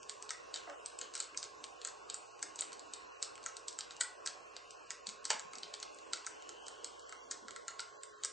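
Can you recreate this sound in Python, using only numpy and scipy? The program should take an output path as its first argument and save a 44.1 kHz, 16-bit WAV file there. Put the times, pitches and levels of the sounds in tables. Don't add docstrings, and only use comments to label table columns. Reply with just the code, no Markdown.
import sys
import numpy as np
from scipy import signal
from scipy.io import wavfile
from scipy.ndimage import uniform_filter1d

SR = 44100
rng = np.random.default_rng(int(sys.argv[2]) if len(sys.argv) > 2 else 0)


def elevation(decibels):
    levels = np.asarray(decibels, float)
    return 10 ** (levels / 20)


def put_to_file(sound):
    columns = np.atleast_2d(sound).T
    safe = np.clip(columns, -1, 1)
    whole_steps = np.round(safe * 32767)
    wavfile.write(sys.argv[1], SR, whole_steps.astype(np.int16))


N = 366912

# multiple of the mains frequency, left level in dB, right level in dB,
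# lead of the left side in radians.
HUM_TONES = [(1, -87, -86, .1), (2, -83, -84, 2.27), (5, -75.5, -79, 3.66), (6, -87, -99, 0.45),
             (7, -70.5, -80, 0.79), (8, -83, -69.5, 2.3), (9, -78.5, -82, 2), (10, -80.5, -73, 2.06),
             (12, -71, -80, 2.05), (14, -90, -77, 0.45), (16, -97.5, -84.5, 2), (18, -80, -63.5, 1.1),
             (19, -77, -83, 0.29)]
MAINS_HZ = 60.07

# frequency in Hz, relative strength in dB.
NOISE_MID = [(24, -39.5), (40, -21.5), (124, -17.5), (204, -22), (413, -0.5), (892, -4.5), (1090, 2.5),
             (1230, -5.5), (1500, -5.5), (2020, -17.5), (3170, -19.5), (4260, -15), (6700, -16),
             (9000, -22), (11700, -33.5), (19800, -120)]
NOISE_SIDE = [(24, -46.5), (60, -46), (210, -22), (460, 3), (910, -4.5), (1090, -4.5), (1540, -3.5),
              (2000, -9.5), (2800, -10.5), (3500, -23), (9000, -32.5), (11700, -73)]
NOISE_MID_DB, NOISE_SIDE_DB = -61, -59
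NOISE_SWELL_DB = 0.65
NOISE_LEAN = 0.55

# time in seconds,
# centre in Hz, level in dB on the scale of the noise colour.
HISS_PATH = [(0, 2720, -8.5), (3.6, 2720, -7), (6.101, 2615, -5), (6.7, 2980, -3), (7.1, 3260, -12),
             (7.5, 3350, -15.5), (8.32, 3320, -20)]
HISS_WIDTH_HZ = 267

# start in seconds, level in dB, pitch in Hz, length in seconds.
SOFT_THUDS = [(5.074, -57, 212, 0.021), (5.34, -59.5, 223, 0.02), (5.445, -62.5, 180, 0.023),
              (5.569, -59, 245, 0.012), (5.63, -68, 175, 0.045), (7.42, -62, 243, 0.018),
              (7.444, -59, 245, 0.024)]

# start in seconds, level in dB, main pitch in Hz, time to fall 60 dB in seconds.
DULL_KNOCKS = [(0.674, -46.5, 624, 0.047), (0.689, -51, 570, 0.086), (.6985, -52, 674, 0.04),
               (0.713, -56, 555, 0.099), (.733, -55, 690, .04), (2.615, -48.5, 580, 0.028),
               (5.3029, -27.5, 903, 0.015), (5.3076, -29.5, 870, 0.013), (5.3126, -31, 920, 0.019),
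               (5.33, -37.5, 1080, .02), (5.363, -45.5, 860, 0.02)]
# multiple of the main pitch, level in dB.
KNOCK_TONES = [(0.548, -6.5), (0.75, -11.5), (0.998, 0.5), (1.151, 1), (1.45, -7), (2.1, 1.5), (2.6, -11),
               (3.15, -4), (3.8, -23.5)]
KNOCK_ROOM_DB = -8

# start in seconds, snap level in dB, brightness in dB of the high over the low dome tones, shell ring in dB,
# key cap ring in dB.
KEY_BLOWS = [(0.0307, -49, 18.5, -25, 9), (0.0954, -27, -0.5, -19, -11.5), (0.225, -37.5, 16, -7, -1),
             (0.2926, -27.5, 1.5, -20, -14), (0.306, -34, 27.5, 9.5, 1), (0.5416, -23, -6, -24, -28),
             (.5483, -33, 1, -15, -22), (.554, -35, 1, -18, -22), (.5591, -30, 4, -18, -20),
             (0.561, -28, -4, -14, -18), (.5678, -34, 2, -18, -22), (.5735, -36, 3, -18, -22),
             (.676, -71, 0, 27, 5), (0.698, -41.5, 5, 10, -1.5), (0.724, -64, 5, 22, 0),
             (0.86, -26, 7, -40, -30), (0.9892, -33.5, 11.5, -38, -4), (1.0134, -26, 14, -13, -22),
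             (1.0532, -46, -9, -26, 0), (1.1375, -40, 1, -10, -22), (1.1391, -34, 1, -8, -22),
             (1.1445, -38, 4, -10, -20), (1.1517, -28, 3, -10, -10), (1.1531, -28, 3, -10, -11),
             (1.16, -36, 1, -12, -18), (1.166, -33, -2, -7, -14), (1.1678, -35, -2, -7, -14),
             (1.1764, -35, 3, -15, -17), (1.1785, -34, 3, -15, -17), (1.1888, -37, 0, -15, -20),
             (1.1936, -38, 0, -15, -20), (1.2025, -20, 6, -14, -34), (1.2202, -39, 3, -15, -20),
             (1.2252, -35, 6, -20, -22), (1.2289, -35, 6, -20, -22), (1.2335, -40, 3, -20, -20),
             (1.346, -49.5, 7, 14, 12), (1.3744, -23, 12, -16, -33), (1.4219, -50.5, 7, 3, -20),
             (1.429, -26.5, 2, -10.5, -29), (1.44, -33, 8, -3, -24), (1.451, -57.5, -6, -6, -15),
             (1.641, -24.5, -4, -36, -10.5), (1.816, -33, -7, -33, -22), (1.849, -20.5, 1, -13.5, -39),
             (1.873, -28, 5, -8, -21), (1.887, -34.5, -6, -9, -19), (2.0996, -24, 1, -23, -16),
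             (2.1432, -30.5, 13, -10, -38), (2.393, -42.5, -8, -2, -24), (2.4272, -23, 7.5, -4, -18),
             (2.5583, -33.5, 0.5, -19, -40), (2.5896, -31, 1, -30, -24), (2.5906, -26, -3, -30, -22),
             (2.597, -31, -1.5, -21, -18), (2.6088, -26, 20, -29, -15), (2.6213, -34.5, -12.5, -0.5, -20),
             (2.72, -42, 3, 1, -25), (2.73, -31.5, 7.5, -22, -11), (2.7944, -35.5, 3, -33, -18),
             (2.936, -27, 7.5, -20, -37), (3.2225, -38, 4, -15, -30), (3.2265, -17.5, 5, -15, -35),
             (3.2305, -28, 3, -15, -35), (3.355, -42, 6, -23, 8), (3.378, -39.5, -2, 0.5, 0),
             (3.43, -43, 0, -12, -14), (3.44, -36.5, 0, -39, -15), (3.4618, -27.5, 15, 2.5, -7),
             (3.568, -27, -1, -21, -27), (3.6829, -22, 1.5, -27, -26), (3.7276, -38.5, 3.5, -15, -12),
             (3.787, -46.5, -4, 14.5, -24), (3.7885, -29, 13.5, -20, -6), (3.801, -48, -18, -13, -17),
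             (3.808, -26, -0.5, -31, -6.5), (3.9083, -36.5, -8, -1, -21), (3.92, -47, 12, -18, 4),
             (3.966, -38.5, 5, -22, -20), (4.0078, -26, 2, -2, -15), (4.0088, -26, 2, -5, -15),
             (4.0104, -13.5, 3, -6, -20), (4.0145, -27, 4, -8, -20), (4.02, -31.5, 5, -9, -23),
             (4.2611, -27.5, 10, -2.5, -29), (4.265, -31.5, 9.5, -19, -21), (4.274, -22.5, -1.5, -11, -30),
             (4.5657, -31.5, -1, -15, -37), (4.7075, -37.5, 11.5, -32, 0), (4.9054, -25.5, 6.5, -3, -8),
             (4.9178, -36.5, 11, -27, -8), (5.0695, -24, -8, -25, -22), (5.0762, -34, -4, -20, -15),
             (5.0905, -29, -5, -15, -12), (5.0965, -37, 0, -15, -15), (5.243, -35, -1, -13, -16),
             (5.253, -24.5, 6, -6, -19), (5.2935, -42, 0, -6, 0), (5.298, -38, 0, -6, -2),
             (5.3005, -36, 2, -8, -4), (5.3032, -20, 3, -14, -2), (5.3039, -20, 3, -14, -3),
             (5.3052, -21, 0, -12, -5), (5.307, -25, 1, -10, -3), (5.3098, -26, 3, -8, 3),
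             (5.313, -28, 2, -5, 0), (5.3165, -28, 2, -5, -1), (5.3195, -31, 3, -5, -1),
             (5.324, -33, 0, -4, 0), (5.33, -35, 2, -4, 0), (5.339, -37, 0, -6, 3), (5.3435, -38, 0, -8, 3),
             (5.3463, -44, -15, -9, -6), (5.395, -27, 0.5, -6, -36), (5.534, -35.5, 1, 1.5, -6),
             (5.552, -57, -6, -14, -19), (5.5545, -32, 7, -15, -16), (5.584, -31, 1.5, -27, -32),
             (5.6327, -27.5, -8.5, -26, -25), (5.6366, -59, 1, -22, -16), (5.679, -46, -17, -5, 0),
             (5.7389, -27, -1, -25, -20), (5.7404, -29, -4, -25, -20), (5.7493, -38, 0, -20, -18),
             (5.801, -34, 5, -22, -21), (5.8284, -25.5, -3.5, -7, -21), (5.946, -47, 11, -19, -20),
             (5.987, -39.5, -0.5, -13, -29), (6.1336, -17, 1, -6.5, -37), (6.247, -40.5, -7, -2, -20),
             (6.2655, -29, 19, -5, -25), (6.269, -60, -11, -21, -33), (6.2694, -32.5, 1, 4.5, -31),
             (6.4234, -41.5, 2.5, -23, -1), (6.492, -30, -5, -8, -17), (6.661, -47.5, 6, -34, -11),
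             (6.667, -39.5, 9, -24, -7), (6.6824, -30, 5.5, -10.5, -17), (6.8449, -28, 6.5, -12.5, -36),
             (6.995, -42, -2.5, -33, -32), (7.0934, -36, -2, -4, -18), (7.1242, -36.5, 6, 6.5, -6),
             (7.3117, -26, 1, -11, -27), (7.315, -29.5, 13, -6.5, -17), (7.3206, -39, 20, -20, -31),
             (7.4829, -30.5, -0.5, -2, -27), (7.508, -37, 5, -21, -3), (7.5618, -32, 0, 2, -7),
             (7.681, -29.5, 11.5, -1, -41), (7.7946, -28.5, -9.5, 4.5, -34), (7.8037, -31, 9, -20, -26),
             (8.034, -30.5, -1.5, -7, -9), (8.236, -22, 1, -12, -44), (8.248, -24.5, 16, -3.5, -35),
             (8.256, -36, 14.5, -11, -30)]
# frequency in Hz, level in dB, time to fall 60 dB in seconds.
DOME_LOW_TONES = [(4250, -2, .0028), (4800, -2, .002), (5350, -4, .0018)]
DOME_HIGH_TONES = [(6100, -2.5, .002), (6950, -.5, .002), (7650, .5, .0022), (8400, -7.5, .002)]
CAP_TONES = [(2450, -4.5, .004), (2850, -1.5, .005), (3300, -4.5, .004)]
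SHELL_TONES = [(980, -20, .012), (1330, -14, .028), (1600, -13, .018), (1950, -9, .012), (2200, -13, .008)]
DOME_RISE_S, CAP_RISE_S, SHELL_RISE_S = 0.00005, 0.00081, 0.0016
FIZZ_DB, CREEP_DB = -27, -29
RATTLE_DB, RATTLE_T60_S = -21, 0.03
ASIDE_BRIGHTNESS = 0.64
ASIDE_DOME_DB, ASIDE_BODY_DB = -6, -8

# delay in seconds, level in dB.
CLOSE_ECHOES = [(.0013, -10), (.0036, -16), (.0066, -15), (.0102, -21), (.0139, -23), (.0263, -20)]

# frequency in Hz, time to fall 60 dB in seconds.
ROOM_DECAY = [(300, 0.36), (1300, 0.39), (3500, 0.36), (8000, 0.25)]
# frequency in Hz, relative strength in dB.
ROOM_TONE = [(1000, 3), (1600, 4), (3000, 1), (4500, 1), (6000, 1), (9000, -1)]
# frequency in Hz, difference over sum of the two sides in dB.
ROOM_WIDTH = [(300, 6), (1200, -3), (1900, -10.5), (3100, -24), (3800, -22), (9000, -39.5)]
ROOM_DB = -1.5
ROOM_LUMPS_DB, ROOM_LUMPS_S = 4.5, 0.04

# frequency in Hz, threshold in dB (for the difference: in quiet moments).
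GATE_MID = [(60, -91), (200, -95), (500, -78), (900, -79), (1200, -80), (2200, -90.5), (4000, -89),
            (9000, -93.5)]
GATE_DIFFERENCE = [(30, -110), (60, -88), (200, -86), (450, -71), (1200, -78), (1700, -78), (2500, -80),
                   (3600, -88.5), (9000, -99)]
SIDE_DUCK, QUIET_DB = 0.19, -95.5


def read(points, hz):
    f, value = np.transpose(points)
    return np.interp(np.log(hz + 1), np.log(f + 1), value)


def evened(x):
    return x / np.sqrt(np.mean(x ** 2) + 1e-20)


def add(mix, s, sound):
    part = mix[round(s * SR):][:len(sound)]
    part += sound[:len(part)]


def drift(rate_hz):
    t = np.arange(N // 64 + 1) * 64 / SR
    rates = rate_hz * np.geomspace(.05, 1, 16)
    slow = sum(np.sin(2 * np.pi * (f * t + rng.random())) / np.sqrt(f) for f in rates)
    return np.repeat(evened(slow), 64)[:N]


def ring(modes, chance, rise_s):
    t = np.arange(SR // 10) / SR
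    hz, db, t60 = np.transpose(modes)[:, :, None]
    pitch, strength, phase = chance[:3 * len(modes)].reshape(3, -1, 1)
    sign = (-1.) ** np.arange(len(modes))[:, None]
    size = elevation(db + 1.5 * strength - 60 * t / t60)
    waves = size * np.sin(2 * np.pi * hz * (1 + .025 * pitch) * t + .15 * phase)
    return (sign * waves).sum(0) * (1 - np.exp(-t / rise_s))


def hum():
    out, t = np.zeros((2, N)), np.arange(N) / SR
    for k, left_db, right_db, lead in HUM_TONES:
        angle = 2 * np.pi * (k * MAINS_HZ * t + rng.random()) + 0.0029 * k * drift(6.0)
        size = np.sqrt(2) * elevation(1.8 * drift(8))
        sides = elevation(np.array([[left_db], [right_db]]))
        out += size * sides * np.sin([angle + lead, angle])
    return out


def air():
    frames, hz = N // 512 + 5, np.fft.rfftfreq(2048, 1 / SR)[:, None]
    real, imag, patches = rng.standard_normal((3, 2, frames, 1025)).transpose(0, 1, 3, 2)
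    patches = evened(uniform_filter1d(uniform_filter1d(patches, 12, 1), 8, 2))
    patch_db = (2.6 + 1.5 * (abs(hz - 220) < 110)) * patches
    t, (s, centre_hz, db) = np.arange(frames) * 512 / SR, np.transpose(HISS_PATH)
    off_centre = (hz - np.interp(t, s, centre_hz)) / HISS_WIDTH_HZ
    hiss = elevation(np.interp(t, s, db)) * np.exp(-off_centre ** 2 / 2)
    colour = np.array([np.hypot(elevation(read(NOISE_MID, hz)), hiss), elevation(read(NOISE_SIDE, hz) + 0 * t)])
    spectrum = (real + 1j * imag) * colour * elevation(patch_db)
    mid, side = signal.istft(spectrum, nperseg=2048, noverlap=1536)[1][:, :N]
    swell_db = NOISE_SWELL_DB * drift(2.7)
    mid = elevation(NOISE_MID_DB + swell_db) * evened(mid)
    side = elevation(NOISE_SIDE_DB + swell_db) * evened(side)
    band = signal.butter(2, [200, 1500], "bandpass", fs=SR, output="sos")
    lean = NOISE_LEAN * signal.sosfilt(band, mid)
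    return np.array([mid + side - lean, mid - side + lean])


def thuds():
    out = np.zeros(N)
    for s, db, hz, length in SOFT_THUDS:
        t = np.arange(0, length, 1 / SR)
        add(out, s, elevation(db) * np.sin(np.pi * t / length) ** 2 * np.sin(2 * np.pi * hz * t))
    return out


def knocks():
    out, chance = np.zeros(N), rng.standard_normal((len(DULL_KNOCKS), 27 + 100))
    for (s, db, hz, t60), c in zip(DULL_KNOCKS, chance):
        modes = ring([(hz * k, db + d, t60 / k ** 0.23) for k, d in KNOCK_TONES], c, 0.00051)
        contact = abs(c[27:]) * np.exp(-np.arange(100) / 3.)
        add(out, s, np.convolve(modes, contact / contact.sum()))
    return out


def slips():
    late, size, tone = rng.random((len(KEY_BLOWS), 3)).T
    return [(s + 0.0045 + 0.04 * w, db - 28 + 8 * u, 16 * v - 8, shell_db, cap_db)
            for (s, db, _, shell_db, cap_db), w, u, v in zip(KEY_BLOWS, late, size, tone)]


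def snap(bright_db, low_chance, high_chance):
    low = elevation(-bright_db / 2) * ring(DOME_LOW_TONES, low_chance, DOME_RISE_S)
    return low - elevation(bright_db / 2) * ring(DOME_HIGH_TONES, high_chance, DOME_RISE_S)


def keys():
    blows = KEY_BLOWS + slips()
    out, chance = np.zeros((2, N)), rng.standard_normal((len(blows), 6, 15))
    t = np.arange(-500, 1800) / SR
    grit = rng.standard_normal((len(blows), len(t)))
    ticks = grit * elevation(13.0 * np.clip(rng.standard_normal(grit.shape), -3, 2.2))
    lead_in = (elevation(FIZZ_DB + 60 * t / 0.0045) + elevation(CREEP_DB + 60 * t / 0.038)) * (t < 0)
    rattle = elevation(RATTLE_DB - 60 * t / RATTLE_T60_S) * (t > .0006) / ticks.std()
    damped = np.exp(-np.arange(600) / 12.)
    for (s, db, bright_db, shell_db, cap_db), (a, b, c, d, e, f), g, tick in zip(blows, chance, grit, ticks):
        dome = snap(bright_db, a, b)
        cap = elevation(cap_db) * ring(CAP_TONES, c, CAP_RISE_S)
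        body = cap + elevation(shell_db) * ring(SHELL_TONES, d, SHELL_RISE_S)
        low = elevation(-ASIDE_BRIGHTNESS * bright_db / 2 - 2) * ring(DOME_LOW_TONES, a + .4 * e, DOME_RISE_S)
        high = elevation(ASIDE_BRIGHTNESS * bright_db / 2) * ring(DOME_HIGH_TONES, b + .4 * f, DOME_RISE_S)
        aside = (low - high)[:600] * damped
        aside = aside * np.linalg.norm(dome) / np.linalg.norm(aside) * elevation(ASIDE_DOME_DB)
        aside = aside + elevation(ASIDE_BODY_DB) * body[:600]
        chatter = elevation(db) * signal.fftconvolve(g * lead_in + tick * rattle, aside)
        add(out[0], s, elevation(db) * (dome + body))
        add(out[0], s + t[0], chatter)
        add(out[1], s, elevation(db) * aside)
        add(out[1], s + t[0], chatter)
    return out


def echoes(x):
    out = x.copy()
    for s, db in CLOSE_ECHOES:
        add(out, s, elevation(db) * x)
    return out


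def room(x):
    out, turn = np.zeros((2, N)), np.arange(N) / SR * 2 * np.pi * 1.2
    for k in range(3):
        hz, t, z = signal.stft(rng.standard_normal((2, SR // 2)), SR, nperseg=128)
        z = z * elevation(read(ROOM_TONE, hz)[:, None] - 60 * t / read(ROOM_DECAY, hz)[:, None])
        z[1] *= elevation(read(ROOM_WIDTH, hz))[:, None]
        tail = signal.istft(z, SR, nperseg=128)[1]
        s = np.arange(tail.shape[1]) / SR
        tail *= 1 - np.exp(-s / 0.00072)
        lumps = evened(uniform_filter1d(rng.standard_normal(len(s)), size=40))
        tail *= elevation(ROOM_LUMPS_DB * lumps * np.exp(-s / ROOM_LUMPS_S))
        share = np.sqrt(2 / 3) * np.cos(turn + k * 2 * np.pi / 3)
        out += signal.fftconvolve((x * share)[None], tail / np.linalg.norm(tail[0]), axes=1)[:, :N]
    return elevation(ROOM_DB) * np.array([out[0] + out[1], out[0] - out[1]])


def gate(x):
    hz, _, z = signal.stft([x[0] + x[1], x[0] - x[1]], SR, nperseg=2048, noverlap=1536)
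    power = uniform_filter1d(uniform_filter1d(abs(z) ** 2, size=6, axis=1), size=3, axis=2)
    treble_db = 10 * np.log10(power[0, (hz > 4000) & (hz < 8000)].mean(0) + 1e-20)
    threshold_db = np.array([read(GATE_MID, hz), read(GATE_DIFFERENCE, hz)])[:, :, None]
    over_db = 10 * np.log10(power + 1e-20) - threshold_db
    over_db[1] -= SIDE_DUCK * (treble_db - QUIET_DB) * np.clip(hz / 3000, 0, 1)[:, None]
    gain = np.clip(.5 + over_db, .01, 1)
    mid, side = signal.istft(z * gain, SR, nperseg=2048, noverlap=1536)[1][:, :N] / 2
    return np.array([mid + side, mid - side])


def scene():
    small = signal.butter(3, 300, "highpass", fs=SR, output="sos")
    front, aside = keys()
    near, aside, far = signal.sosfilt(small, [echoes(front), aside, echoes(knocks())])
    far = far + thuds()
    far_sides = far * elevation(np.array([[-2.], [1.]]))
    return near + far_sides + room(aside + elevation(KNOCK_ROOM_DB) * far) + hum() + air()


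def roll_off(x):
    return signal.sosfilt(signal.butter(12, 9260, fs=SR, output="sos"), x)


def record(dry):
    edge_hz = [0, 8650, 8950, 9250, 9500, SR / 2]
    edge = signal.firwin2(401, edge_hz, elevation(np.array([1.5, 4.0, -12.0, -20.5, -73, -90])), fs=SR)
    mix = signal.oaconvolve(gate(dry), edge[None], "same", axes=1)
    return roll_off(mix)


dry = scene()
out = record(dry)
put_to_file(out)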